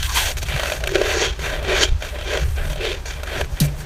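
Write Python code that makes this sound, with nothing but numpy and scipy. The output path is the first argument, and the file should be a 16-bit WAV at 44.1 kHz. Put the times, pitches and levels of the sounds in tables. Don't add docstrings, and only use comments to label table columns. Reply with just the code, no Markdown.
import sys
import numpy as np
from scipy import signal
from scipy.fft import rfft, irfft
from scipy.io import wavfile
from scipy.ndimage import uniform_filter1d

SR = 44100
rng = np.random.default_rng(int(sys.argv[2]) if len(sys.argv) > 2 else 0)


def inscribe(sig):
    pcm = np.round(np.clip(np.atleast_2d(sig).T, -1, 1) * 32767)
    wavfile.write(sys.argv[1], SR, pcm.astype(np.int16))


N = 169785

# start_s, level_db (before the common chip or knock gain),
# knock_db and treble_db (both relative to level_db)
CHIP_EVENTS = [(0.368, -16.5, -19, -14), (0.428, -17, -20, -15), (0.484, -15, -23, -26),
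               (0.522, -18.5, -20, -25), (0.561, -12.5, -16, -24), (0.595, -8, -13.5, -20),
               (0.632, -8, -14.5, -20), (0.656, -11.5, -17, -23), (0.698, -10, -16, -23),
               (0.719, -9, -12, -22), (0.806, -21.5, -11, -17), (0.837, -8.5, -15.5, -20),
               (0.858, -20, -12, -17), (0.872, -7, -14.5, -12), (0.891, -14.5, -11, -27),
               (0.946, -9.5, -8, -33), (0.954, -4.5, -1, -37), (0.982, -21, -1, -26), (1.014, -12, 7, -29),
               (1.391, -19.5, -5, -22), (1.626, -18.5, -13, -22), (2.022, -15.5, -17, -24),
               (2.186, -18.5, -11, -26), (2.211, -24, -4.5, -25), (2.331, -12.5, -4, -35),
               (2.372, -12.5, -3, -27), (2.699, -17.5, -11, -21), (2.73, -21, -12, -19),
               (2.758, -22, -6, -22), (3.054, -21, -11, -22), (3.232, -16, -9.5, -22),
               (3.4105, -9, -13.5, -21)]
# centre_hz, width_hz, relative_db
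BOX_MODES = [(388.7, 55, 7), (331, 54, -2.5), (537, 46, -9.5), (599.3, 68, 8), (670, 145, -9)]


def amp(db):
    return 10 ** (np.asarray(db) / 20)


def unit(x):
    return x / np.sqrt(np.mean(x ** 2) + 1e-20)


def in_time(rows):
    s, *columns = np.transpose(sorted(rows))
    return [np.interp(np.arange(N) / SR, s, c) for c in columns]


def colour(x, spectrum):
    hz, db = np.transpose(spectrum)
    log_f = np.log(np.arange(N // 2 + 1) * SR / N + 1)
    below = np.maximum(np.log(hz[0]) - log_f, 0)
    above = np.maximum(log_f - np.log(hz[-1]), 0)
    gain_db = np.interp(log_f, np.log(hz), db) - 60 * (below + above)
    return unit(irfft(rfft(x) * amp(gain_db), N))


def resonate(x, modes):
    out = 0
    for k, (hz, width, db) in enumerate(modes):
        r = np.exp(-np.pi * width / SR)
        zeros = [1 - r * r, 0, r * r - 1]
        poles = [1, -2 * r * np.cos(2 * np.pi * hz / SR), r * r]
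        out = out + (-1) ** k * amp(db) * signal.lfilter(zeros, poles, x + 1e-18)
    return out


def drift(corner_hz):
    r = np.exp(-2 * np.pi * corner_hz / SR)
    noise = rng.standard_normal(N + SR)
    return unit(signal.lfilter([1], [1, -2 * r, r * r], noise)[SR:])


def scrape():
    # start_s, grit_db, low_hollow_db, high_hollow_db, hiss_db, treble_db
    catches = [
        [(0.018, -42, -55, -59, -42.5, -42)],
        [(0.028, -29.5, -63, -57, -33, -33), (0.086, -35, -63, -62, -38, -36),
         (0.135, -32.5, -49, -45, -32, -37)],
        [(0.146, -32, -40, -39, -30, -28), (0.162, -20.5, -40, -39, -27, -24),
         (0.314, -33, -56, -38, -34.5, -34.5), (0.358, -53, -56, -53, -58, -50)],
        [(0.37, -43, -44, -42, -36, -39), (0.382, -27.5, -52, -35, -29, -31), (0.404, -63, -58, -64, -54, -48),
         (0.418, -36, -56, -46, -36, -40)],
        [(0.43, -37, -46, -27.5, -24, -31), (0.45, -46, -61, -44, -49, -50), (0.46, -32, -50, -50, -48, -43),
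         (0.474, -34, -54, -39, -35, -41)],
        [(0.486, -30, -51, -41, -46, -38), (0.52, -27, -63, -35, -43, -40), (0.71, -30, -56, -30.5, -34, -35.5),
         (0.79, -38.5, -66, -38, -44, -43.5)],
        [(0.812, -40, -58, -33, -51, -50), (0.868, -38, -38, -30.5, -38, -49),
         (0.924, -34.5, -32, -43, -45, -44), (0.94, -24.5, -21, -30, -31, -47)],
        [(0.965, -26.5, -19, -27, -38, -49), (1.127, -19.5, -32, -30, -32.5, -36),
         (1.169, -25.5, -18.5, -34, -28, -53), (1.2, -21.5, -31, -39, -29, -50)],
        [(1.205, -21, -20, -25, -24, -48), (1.247, -18.5, -23, -29, -28.5, -61),
         (1.373, -48, -57, -63, -56, -57), (1.38, -46, -47, -53, -55, -51)],
        [(1.394, -34, -46, -51, -40, -46), (1.458, -24, -41, -31, -37.5, -41),
         (1.594, -32, -54, -34.5, -51, -49), (1.615, -39, -53, -34, -57, -51)],
        [(1.63, -29.5, -44, -35, -44, -39), (1.634, -33, -42, -35, -47, -45),
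         (1.706, -20.5, -23, -23, -38, -66), (1.79, -19, -36, -30.5, -30, -45)],
        [(1.795, -23.5, -34, -28, -29, -53), (1.835, -14, -20.5, -25, -16.5, -52),
         (1.85, -34, -43, -32, -32, -56)],
        [(1.855, -30, -35, -42, -40, -64), (1.951, -49, -58, -51, -59, -60), (1.997, -61, -64, -60, -52, -54),
         (2.008, -31.5, -54, -35, -40, -51)],
        [(2.024, -28, -51, -29, -39, -43), (2.098, -37, -56, -45, -47, -47), (2.146, -37, -45, -36, -66, -49),
         (2.25, -33.5, -65, -36, -44, -48)],
        [(2.26, -31.5, -38, -42, -44, -56), (2.34, -22.5, -24.5, -25, -35, -45),
         (2.55, -50, -61, -70, -55, -45.5), (2.562, -37.5, -65, -49, -45, -46)],
        [(2.572, -33, -45, -35, -58, -44), (2.616, -32.5, -44, -37.5, -54, -46),
         (2.728, -36.5, -62, -38, -39, -38.5), (2.745, -40, -60, -44, -60, -46)],
        [(2.761, -44, -73, -43, -52, -44), (2.807, -29.5, -27.5, -36.5, -51, -61),
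         (2.85, -26.5, -28, -28, -44, -60), (2.92, -30, -31.5, -33.5, -43, -58),
         (3.042, -59, -60, -62, -63, -52)],
        [(3.058, -38, -48, -35.5, -32.5, -45), (3.11, -34, -63, -43.5, -39.5, -48),
         (3.206, -43, -54, -43, -58, -52)],
        [(3.234, -45, -54, -36, -34, -37), (3.25, -42.5, -52, -43, -53, -50), (3.305, -30, -44, -39, -48, -48),
         (3.36, -26, -30, -27, -44, -44), (3.385, -32, -39, -34, -41, -44), (3.412, -26, -31, -24, -37, -36),
         (3.44, -37.5, -37, -44, -45, -53)],
        [(3.45, -40, -42, -50.5, -54, -44), (3.472, -58, -54, -59, -61, -57),
         (3.518, -54, -68, -40.5, -46.5, -49.5), (3.588, -38, -60, -51, -57, -50)],
        [(3.612, -33, -46, -33, -33, -38), (3.652, -31, -46, -34, -36, -31), (3.664, -37, -55, -38, -40, -36)],
        [(3.672, -36, -42, -45, -52, -47), (3.746, -60, -79, -41, -53, -53.5),
         (3.808, -39, -48, -50, -43.5, -41), (3.85, -50, -44, -47, -55, -56)],
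    ]
    # frequency_hz, density_db
    hiss_spectrum = [(4600, 0.5), (5100, -8.5), (5500, 1), (6700, 1.5), (7500, -9.5)]
    # frequency_hz, density_db
    treble_spectrum = [(4410, -48), (7500, 0.5), (9390, 0.5), (10200, -3.5), (13400, -1), (15300, -7.5),
                       (16000, 3.5)]
    chip_hiss_db = -14
    grit_db, low_db, high_db, hiss_db, treble_db = in_time(held(catches))
    burst, bright, knocks = chips()
    crush = grains(grit_db)
    snap = rng.standard_normal(N)
    powder = rng.standard_normal(N)
    low, high = box_ring(crush, snap)

    stroke = amp(grit_db) * tilt(crust(crush))
    stroke += amp(low_db) * low + amp(high_db) * high
    stroke += amp(hiss_db) * colour(crush, hiss_spectrum)
    stroke += amp(treble_db) * colour(powder, treble_spectrum)

    chip = burst * (crust(snap) + amp(chip_hiss_db) * colour(snap, hiss_spectrum))
    chip += bright * colour(snap, treble_spectrum)
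    return stroke * stalls() + box_knock(knocks, low_db, high_db) + chip


def held(parts):
    catch_s = 0.003
    rows = [tuple(row) for part in parts for row in part]
    for before, after in zip(parts, parts[1:]):
        rows.append((after[0][0] - catch_s, *before[-1][1:]))
    return rows


def grains(grit_db):
    grains_per_s, size_spread_db, clump_corner_hz = 6000, 2, 45
    sizes = amp(size_spread_db * np.minimum(rng.exponential(1, N), 5)) * rng.choice([-1, 1], N)
    crushed = rng.random(N) < grains_per_s / SR
    clump_db = np.interp(grit_db, [-36.5, -24], [3, 1])
    clump_rms = np.exp((clump_db * np.log(10) / 20) ** 2)
    clumps = amp(clump_db * drift(clump_corner_hz)) / clump_rms
    return unit(sizes * crushed * clumps)


def crust(x):
    # frequency_hz, density_db
    grit_spectrum = [(450, -88), (760, 1.5), (845, -8), (1230, -5), (1570, 2.5), (1780, -3), (2390, 0),
                     (4600, -15), (5980, -90)]
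    # centre_hz, width_hz, relative_db
    crust_modes = [(1010, 59, 0), (1606, 270, 5), (1916, 92, 0), (2370, 96, 1), (2652, 73, 2),
                   (3180, 224, 4.5), (3587, 154, -2)]
    ring_db = -0.5
    return unit(colour(x, grit_spectrum) + amp(ring_db) * wandering(x, crust_modes))


def wandering(x, modes):
    spread_db, corner_hz = 5, 6.8
    return unit(sum(amp(spread_db * drift(corner_hz)) * resonate(x, [mode]) for mode in modes))


def tilt(x):
    # start_s, lift_db
    upper_lift = [(0, 4), (.4, 7.5), (1, 0), (1.6, -4), (1.85, 2.5), (2.76, -2.5), (2.82, 7), (2.93, 8),
                  (3.05, 0), (3.4, 0), (3.85, -1)]
    high_pass = signal.butter(2, 2700, "high", fs=SR, output="sos")
    upper = signal.sosfiltfilt(high_pass, x)
    return x + (amp(in_time(upper_lift)[0]) - 1) * upper


def box_ring(crush, snap):
    drive = crush + 0.95 * snap
    low = unit(resonate(drive, BOX_MODES[:2]))
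    high = unit(resonate(drive, BOX_MODES[2:]))
    broad_db = -4
    broad = colour(crush, [(240, 1.5), (500, 8.5), (800, -6.0)])
    return low, unit(high + amp(broad_db) * broad)


def box_knock(knocks, low_db, high_db):
    high_gain_db = 3.5
    high_share = 1 / (1 + amp(low_db - high_db))
    low = resonate(knocks * (1 - high_share), BOX_MODES[:2])
    high = resonate(knocks * high_share, BOX_MODES[2:])
    ring_gain = SR / (4 * np.pi * BOX_MODES[0][1])
    return (low + amp(high_gain_db) * high) * ring_gain


def chips():
    burst_gain_db, knock_gain_db = -9.5, -4.5
    attack_s, hold_s, t60_s = 0.0021, 0.0029, 0.027
    burst, bright, knocks = np.zeros(N), np.zeros(N), np.zeros(N)
    t = np.arange(N) / SR
    for s, db, knock_db, treble_db in CHIP_EVENTS:
        age = np.maximum(t - s, 0)
        rise = np.minimum(age / attack_s, 1)
        decay_db = -60 * np.maximum(age - hold_s, 0) / t60_s
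        shape = rise * amp(burst_gain_db + db + decay_db)
        burst += shape
        bright += shape * amp(treble_db)
        knocks[int(s * SR)] = amp(db + knock_db + knock_gain_db)
    return burst, bright, knocks


def stalls():
    stall_db, stall_s = -3, 0.018
    slump_db, slump_s = -3, 0.012
    t, db = np.arange(N) / SR, np.zeros(N)
    for s, *_ in CHIP_EVENTS:
        stall = np.clip(1.5 - (s - t) / stall_s, 0, 1) * (t < s)
        slump = np.clip(1 - np.abs((t - s) / slump_s - 1), 0, 1)
        db = np.minimum(db, stall_db * stall)
        db = np.minimum(db, slump_db * slump)
    return amp(db)


def sweep():
    # start_s, centre_hz, level_db
    glide = [(.07, 1117, -45), (.1, 1091, -31.5), (.14, 1013, -41), (.17, 1006, -25), (.23, 849, -33.5),
             (.31, 651, -37), (.35, 609, -65)]
    corner_hz = 150
    hz, db = in_time(glide)
    phase = 2 * np.pi * np.cumsum(hz) / SR
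    band = drift(corner_hz) * np.cos(phase) + drift(corner_hz) * np.sin(phase)
    return amp(db) * band * (db > glide[0][2])


def thump():
    # frequency_hz, relative_db, t60_s
    overtones = [(213, -16, .1), (282, -24, .3), (387, -24, 0.18)]
    # frequency_hz, density_db
    crack_spectrum = [(2800, -5), (3800, 2), (7000, -4.5), (13000, -4.5), (16000, -16)]
    crack_start_s, crack_db, crack_t60_s = 3.6015, -15.5, 0.081
    start_s, swing_db, rise_s, t60_s = 3.606, -3, 0.012, 0.25
    wall_hz, bend_hz, bend_s = 145, 215, 0.005
    t = np.arange(N) / SR
    age = np.maximum(t - start_s, 0)
    turns = wall_hz * age + bend_hz * bend_s * (1 - np.exp(-age / bend_s))
    swing = amp(-60 * age / t60_s) * np.sin(2 * np.pi * turns)
    for hz, db, overtone_t60_s in overtones:
        swing += amp(db - 60 * age / overtone_t60_s) * np.sin(2 * np.pi * hz * age)

    since = np.maximum(t - crack_start_s, 0)
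    crack_gain = (since > 0) * amp(crack_db - 60 * since / crack_t60_s)
    crack = crack_gain * colour(rng.standard_normal(N), crack_spectrum)
    return crack + amp(swing_db) * (1 - np.exp(-age / rise_s)) * swing


def handling():
    # start_s, rumble_db, wall_hum_db
    handling_levels = [(0.0, -18.5, -29), (0.03, -22, -55), (0.16, -26, -37), (0.2, -25.5, -50),
                       (0.49, -26, -38), (0.56, -18.5, -27.5), (0.6, -31, -60), (0.64, -26.5, -35),
                       (0.72, -33.5, -47.5), (0.84, -24, -36), (0.96, -29, -44), (1.11, -26, -63),
                       (1.15, -27, -45.5), (1.25, -30.5, -48), (1.31, -21, -37), (1.36, -34, -52),
                       (1.39, -28, -36.5), (1.85, -24.5, -42), (1.9, -18.5, -60), (1.93, -12.5, -59),
                       (1.97, -22, -66), (1.99, -30, -46.5), (2.4, -27.5, -45.5), (2.43, -16.5, -29.5),
                       (2.51, -21, -56), (2.69, -22.5, -27), (2.83, -29, -45.5), (3.34, -30, -47),
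                       (3.42, -25, -33), (3.45, -23, -38), (3.48, -33, -39), (3.54, -20, -37),
                       (3.58, -41, -50), (3.62, -23, -39), (3.74, -28, -39), (3.85, -34, -32.5)]
    # frequency_hz, density_db
    rumble_spectrum = [(18, -7), (28, -0.5), (40, -3), (55, 1), (70, 0), (85, -6), (102, -15.5), (120, -15)]
    rumble_db, hum_db = in_time(handling_levels)
    wall_hz = 142.4
    hum = resonate(rng.standard_normal(N), [(wall_hz, 18.4, 0)])
    hum = unit(resonate(hum, [(wall_hz, 60, 0)]))

    rumble = colour(rng.standard_normal(N), rumble_spectrum)
    size = int(0.074 * SR)
    power = uniform_filter1d(uniform_filter1d(rumble ** 2, size), size)
    rumble = unit(rumble / np.sqrt(power + 0.16))
    return amp(rumble_db) * rumble + amp(hum_db) * hum


def background():
    # frequency_hz, relative_db
    floor_spectrum = [(110, -38), (180, 3), (599, -1.5), (839, -0.5), (3180, -7.5), (6260, -13),
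                      (8450, -22), (13000, -45), (16000, -40)]
    floor_db = -43
    return amp(floor_db) * colour(rng.standard_normal(N), floor_spectrum)


def scene():
    mid = scrape() + sweep() + handling() + thump() + background()
    band = signal.butter(3, [7500, 9730], "band", fs=SR, output="sos")
    side_db, shimmer_hz = -3, 150
    side = amp(side_db) * signal.sosfilt(band, mid * drift(shimmer_hz))
    return np.array([mid + side, mid - side])


def record(dry):
    ceiling = 1.5
    rounded = ceiling * np.tanh(dry / ceiling)
    low_pass = signal.cheby2(14, 70, 16200, fs=SR, output="sos")
    return signal.sosfilt(low_pass, rounded)


dry = scene()
out = record(dry)
inscribe(out)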